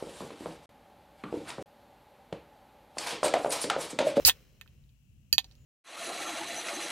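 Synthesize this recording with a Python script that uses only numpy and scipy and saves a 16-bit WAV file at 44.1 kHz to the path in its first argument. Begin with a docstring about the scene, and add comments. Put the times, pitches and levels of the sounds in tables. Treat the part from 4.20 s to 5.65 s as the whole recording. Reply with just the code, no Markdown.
"""A drink can is opened on the lap, close up, in a small dead space with a low rumble and faint hiss.
At 0.05 s the seal cracks and gas spurts; the score line tears and the flap snaps in at 0.1 s.
The drink fizzes faintly under a few small ticks. At 1.13 s the tab is flicked: two sharp clicks,
then more ticks. Each snap of the metal rings the lid. From 1.27 s a thin whistle rises."""
import sys
import numpy as np
from scipy import signal
from scipy.fft import rfft, irfft
from scipy.io import wavfile

SR = 44100
rng = np.random.default_rng(int(sys.argv[2]) if len(sys.argv) > 2 else 0)


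def unload_wav(signal):
    """Save mono or channel-first audio to the path in sys.argv[1] as 16-bit WAV at rate SR, clipped to [-1, 1]."""
    wavfile.write(
        sys.argv[1],
        SR,
        np.round(np.clip(np.atleast_2d(signal).T, -1, 1) * 32767).astype(np.int16),
    )


N = 63945
FFT_SIZE, TOP_HZ = 81920, 15850
T = np.arange(N) / SR
F = np.maximum(np.arange(FFT_SIZE // 2 + 1) * SR / FFT_SIZE, 1e-3)

# rumble (frequency [Hz], gain [dB])
RUMBLE_SPECTRUM = [(20, -22.5), (35, -9.5), (56, 2.5), (88, -5.5), (130, -1), (170, -13.5), (215, -13),
                   (290, -22.5), (400, -39.5), (700, -48)]
# rumble (time [s], gain [dB])
RUMBLE_ENVELOPE = [(0, 6.5), (.03, 4), (.15, -4.5), (.65, -3), (.8, -9.5), (.95, -1), (1.08, -3),
                   (1.45, -2.5)]
# coloured hiss (frequency [Hz], gain [dB])
HISS_SPECTRUM = [(500, -10), (1200, -15), (2100, -10), (2750, 6), (3800, -13), (7000, -5), (9500, -13.5),
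                 (15500, -10)]
# fizz (frequency [Hz], gain [dB])
FIZZ_SPECTRUM = [(250, 3), (530, 2.5), (800, -9.5), (1700, -10.5), (3100, -7), (3500, -16.5), (4100, -8.5),
                 (4550, -18), (5200, -11), (9000, -23), (16000, -17.5)]
# fizz (time [s], level [dB])
FIZZ_ENVELOPE = [(0, -49), (.04, -53.5), (.15, -61.5), (.3, -69), (.55, -73.5), (.8, -85), (1.1, -83.5),
                 (1.25, -70.5), (1.45, -74.5)]
# whistle (time [s], pitch [Hz], level [dB])
WHISTLE_GLIDE = [(1.27, 5200, -86), (1.30, 5550, -77), (1.34, 6000, -84.5), (1.365, 6550, -79),
                 (1.395, 7045, -79), (1.425, 6940, -76.5), (1.45, 6850, -82)]
# low bumps (time [s], level [dB], frequency [Hz], decay [s])
LOW_BUMPS = [(0.053, -35.5, 61.5, .018), (1.128, -39, 65, 0.014)]
# stereo colour of the can (frequency [Hz], left minus right [dB])
CAN_BALANCE = [(200, -6.5), (800, 2), (1800, -8), (3000, -6), (4600, -14.5), (6200, 0.5), (7500, 11),
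               (9500, -3), (12500, -14), (15000, 5)]
# modes of lid and can (frequency [Hz], gain [dB], T60 [s])
LID_MODES = [(763, 5, .048), (1815, 12.5, 0.063), (2060, 4.5, 0.035), (2554, 11.5, .036), (3070, 5, 0.052),
             (3270, 3, 0.034), (3547, 4, 0.018), (4100, 3, 0.04), (4484, 0, .06), (4660, 4.5, 0.026),
             (5960, 6.5, .06), (6270, 3, .055), (7120, 4, .05), (7490, 0.5, .05)]
# score line fractures (frequency [Hz], gain [dB])
TEAR_SPECTRUM = [(150, -18), (450, -4.5), (1100, -2), (1800, -4.5), (3200, -1.5), (6000, -14), (15000, -29)]
# gas jet (frequency [Hz], gain [dB])
JET_SPECTRUM = [(100, -19.5), (500, -22.5), (1100, -16.5), (2000, -6.5), (3500, -5), (4900, 3.5),
                (5800, -1), (7200, 0), (9200, -1.5), (12300, -0.5), (13800, 0.5), (15300, 1)]
# noisy crack of a snap (frequency [Hz], gain [dB])
CRACK_SPECTRUM = [(100, -25), (600, -20.5), (1400, -12), (2000, -10), (2700, 0), (5200, -3.5), (6900, 4),
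                  (8300, -1.5), (9200, -7), (11000, -6.5), (12750, 3.5), (14000, -3.5), (15300, -0.5)]
# snaps of tab and lid (time [s], level [dB], pitch [Hz], width [Hz], crack [dB],
# knock pitch [Hz], knock [dB], ringing [dB], left minus right [dB])
METAL_SNAPS = [(0.0504, -3.5, 4897, 288, -32, 599, -30.5, 1, 3.5),
               (0.0526, -12.5, 4756, 304, -26, 908, -31, -8.5, -7.5),
               (0.0967, -5, 3415, 420.5, -39.5, 1800, -13.5, -3.5, 6.5),
               (0.4123, -34.5, 2350, 810, -11, 1297, -4.5, 1, -0.5),
               (0.4610, -54.5, 1320, 508, -32, 900, -27.5, -14, -2),
               (0.4768, -51.5, 2970, 1508, -16.5, 900.6, -36, 2, -4.5),
               (0.639, -65.5, 3740, 1200, -19, 911, -24, -6.5, -7.5),
               (0.6930, -58.5, 3700, 1208, -16.5, 904, -17, 6, -1.5),
               (1.1267, -20, 4524, 503, -25, 900, -29.5, -1.5, 21),
               (1.128, -6, 4598, 261.6, -18, 2946, -18.5, 3, 3.5),
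               (1.1815, -3.5, 3520, 900, -21.5, 864, -13.5, -1.5, 0),
               (1.2443, -34.5, 4350, 1773, -31, 788, -6.5, 2, 3.5),
               (1.3126, -47.5, 4170, 1500, -19, 806, -5, 6, -1),
               (1.322, -53, 4940, 1793, -21, 780, -21, -12, -6),
               (1.3532, -54, 4536, 1700, -11, 780, -20, -11.5, -1.5)]


def amp(db):
    """Decibels to gain."""
    return 10 ** (np.asarray(db) / 20)


def unit_rms(x):
    """Scale to rms 1."""
    return x / np.sqrt(np.mean(x ** 2) + 1e-20)


def curve(rows, column=1):
    """Table column interpolated over time."""
    rows = np.array(rows)
    return np.interp(T, rows[:, 0], rows[:, column])


def spectrum_db(points):
    """Table interpolated over log frequency."""
    hz, db = np.array(points).T
    return np.interp(np.log(F), np.log(hz), db)


def min_phase(db):
    """Minimum-phase response with these gains."""
    cepstrum = irfft(np.log(amp(db)))
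    cepstrum[1:FFT_SIZE // 2] *= 2
    cepstrum[FFT_SIZE // 2 + 1:] = 0
    return np.exp(rfft(cepstrum))


def filtered(x, response):
    """Apply a frequency response."""
    return irfft(rfft(x, FFT_SIZE) * response)[..., :N]


def resonance(hz, width_hz):
    """Band-pass response, gain 1 at centre."""
    return 1 / (1 + 1j * (F / hz - hz / F) * hz / width_hz)


def pan(db):
    """Stereo gains, left over right by db."""
    return amp(np.array([[db], [-db]]) / 2)


def noise(shared):
    """Stereo white noise with a share of its power in common."""
    white = rng.standard_normal((3, N))
    return np.sqrt(shared) * white[2] + np.sqrt(1 - shared) * white[:2]


def flutter(cutoff_hz):
    """Smooth random motion, rms 1."""
    return unit_rms(filtered(rng.standard_normal(N), np.exp(-(F / cutoff_hz) ** 2)))


def rumble(level_db=-55.5):
    """Low noise, slowly varying in level."""
    colour = amp(spectrum_db(RUMBLE_SPECTRUM)) / (1 + (F / 900) ** 4)
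    low = unit_rms(filtered(noise(shared=.79), colour))
    return low * amp(level_db + curve(RUMBLE_ENVELOPE)) * pan(1.5)


def hiss(coloured_db=-80.5, white_db=-83.5):
    """Steady hiss, its coloured part to the left."""
    coloured = unit_rms(filtered(noise(shared=0), amp(spectrum_db(HISS_SPECTRUM))))
    return coloured * amp(coloured_db) * pan(15) + noise(shared=0) * amp(white_db)


def fizz(grain_db=2.03):
    """The drink fizzes: faint, grainy noise."""
    grains = noise(shared=.6) * amp(grain_db * flutter(900))
    colour = amp(spectrum_db(FIZZ_SPECTRUM)) * F / (F + 200)
    return unit_rms(filtered(grains, colour)) * amp(curve(FIZZ_ENVELOPE))


def room(direct, delay_s=.0004):
    """Add dense, short reflections from hand and near surfaces, and a weak tail."""
    out = direct
    for db, t60_s in ((-5.5, .058), (-44.5, .35)):
        echoes = noise(shared=1) * np.exp(-np.log(1000) * T / t60_s) * (T > delay_s)
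        out = out + amp(db) * signal.fftconvolve(direct, unit_rms(echoes) / np.sqrt(N), axes=1)[:, :N]
    return out


def whistle(jitter_hz=110, flicker_db=2):
    """A faint, unsteady tone glides upward."""
    pitch_hz = curve(WHISTLE_GLIDE) + jitter_hz * flutter(450)
    level_db = curve(WHISTLE_GLIDE, column=2) + flicker_db * flutter(80)
    phase = 2 * np.pi * np.cumsum(pitch_hz) / SR
    return np.sqrt(2) * np.sin(phase) * amp(level_db) * (T > WHISTLE_GLIDE[0][0])


def bumps(rise_s=.006, thud_db=-5.5, thud_hz=260, thud_decay_s=.014):
    """A low bump and dull thud, mostly on the right, at the first crack and the tab click."""
    dull = unit_rms(filtered(noise(shared=1), F / (F + 50) / (1 + (F / thud_hz) ** 4)))
    out = 0
    for start_s, db, hz, decay_s in LOW_BUMPS:
        age_s = np.maximum(T - start_s, 0)
        envelope = 2 * (1 - np.exp(-age_s / rise_s)) * np.exp(-age_s / decay_s)
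        bump = -np.sin(2 * np.pi * hz * age_s) * envelope
        thud = amp(thud_db) * dull * np.exp(-age_s / thud_decay_s) * (T > start_s)
        out = out + amp(db) * (bump + thud)
    return out * pan(-8.5)


def mic_ports(depth, right_lag_s=.00008):
    """Each microphone port hears the can with its own colour, the right one later."""
    db = depth * spectrum_db(CAN_BALANCE) / 2
    return np.array([min_phase(db), min_phase(-db) * np.exp(-2j * np.pi * F * right_lag_s)])


def lid(ring_db):
    """Lid response: direct path plus modes, summed in power."""
    mode_power = sum(np.abs(amp(db) * resonance(hz, np.log(1000) / np.pi / t60_s)) ** 2
                     for hz, db, t60_s in LID_MODES)
    return min_phase(10 * np.log10(1 + amp(ring_db) ** 2 * mode_power))


def tear(start_s=.083, end_s=.097, fractures_per_s=2300, level_db=-26.5):
    """Tiny fractures run along the score line and ring the lid."""
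    fractures = (rng.random(N) < fractures_per_s / SR) * rng.standard_normal(N)
    colour = min_phase(spectrum_db(TEAR_SPECTRUM)) * lid(ring_db=-5.5)
    gain = amp(level_db) / np.std(filtered(fractures, colour))
    return gain * filtered(fractures * (T > start_s) * (T < end_s), colour * mic_ports(depth=.4))


def gas_jet(level_db=-17, rough_db=.8):
    """The jet swells as the slit opens, fades with the pressure and stops when the flap gives way."""
    open_s, rise_s = .048, .02
    fade_s, fade_decay_s = .083, .013
    stop_s, stop_decay_s = .096, .003
    swell = np.clip((T - open_s) / rise_s, 0, 1)
    fall = np.exp(-np.maximum(T - fade_s, 0) / fade_decay_s - np.maximum(T - stop_s, 0) / stop_decay_s)
    jet = unit_rms(filtered(noise(shared=.49), amp(spectrum_db(JET_SPECTRUM)) * (F < TOP_HZ)))
    gain = amp(level_db + rough_db * flutter(400))
    return filtered(jet * swell * fall * gain, mic_ports(depth=.46))


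def snaps(crack_decay_s=.0012):
    """Each buckle of the metal rings the lid: a pitched snap with overtone, knock and noisy crack."""
    crack_colour = min_phase(spectrum_db(CRACK_SPECTRUM))
    bursts = rng.standard_normal((len(METAL_SNAPS), N)) * np.exp(-T / crack_decay_s)
    out = 0
    for row, burst in zip(METAL_SNAPS, bursts):
        start_s, db, hz, width_hz, crack_db, knock_hz, knock_db, ring_db, pan_db = row
        tone = resonance(hz, width_hz) * resonance(hz, .95 * hz)  # second band steepens the skirts
        knock = amp(knock_db) * resonance(knock_hz, width_hz=590) ** 2
        overtone = amp(-20) * resonance(1.2 * hz, width_hz=2700) ** 2
        power = np.sum(np.abs([tone, knock, overtone]) ** 2, axis=0)
        snap = min_phase(10 * np.log10(power + 1e-9))
        crack = amp(crack_db) * crack_colour * rfft(burst, FFT_SIZE) / np.linalg.norm(burst)
        body = lid(ring_db)
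        gain = amp(db) / np.abs(irfft(snap * body)).max()
        delay = np.exp(-2j * np.pi * F * round(start_s * SR) / SR)
        out = out + gain * (snap + crack) * body * delay * pan(pan_db)
    return irfft(out * mic_ports(depth=1))[:, :N]


def scene():
    """The can in its room, over the background."""
    return room(snaps() + gas_jet() + tear()) + bumps() + whistle() + rumble() + fizz() + hiss()


def record(dry):
    """Clip at full scale, then low-pass."""
    lowpass = signal.ellip(10, .1, 80, TOP_HZ, fs=SR, output="sos")
    return signal.sosfilt(lowpass, np.clip(dry, -1, 1))


dry = scene()
out = record(dry)
unload_wav(out)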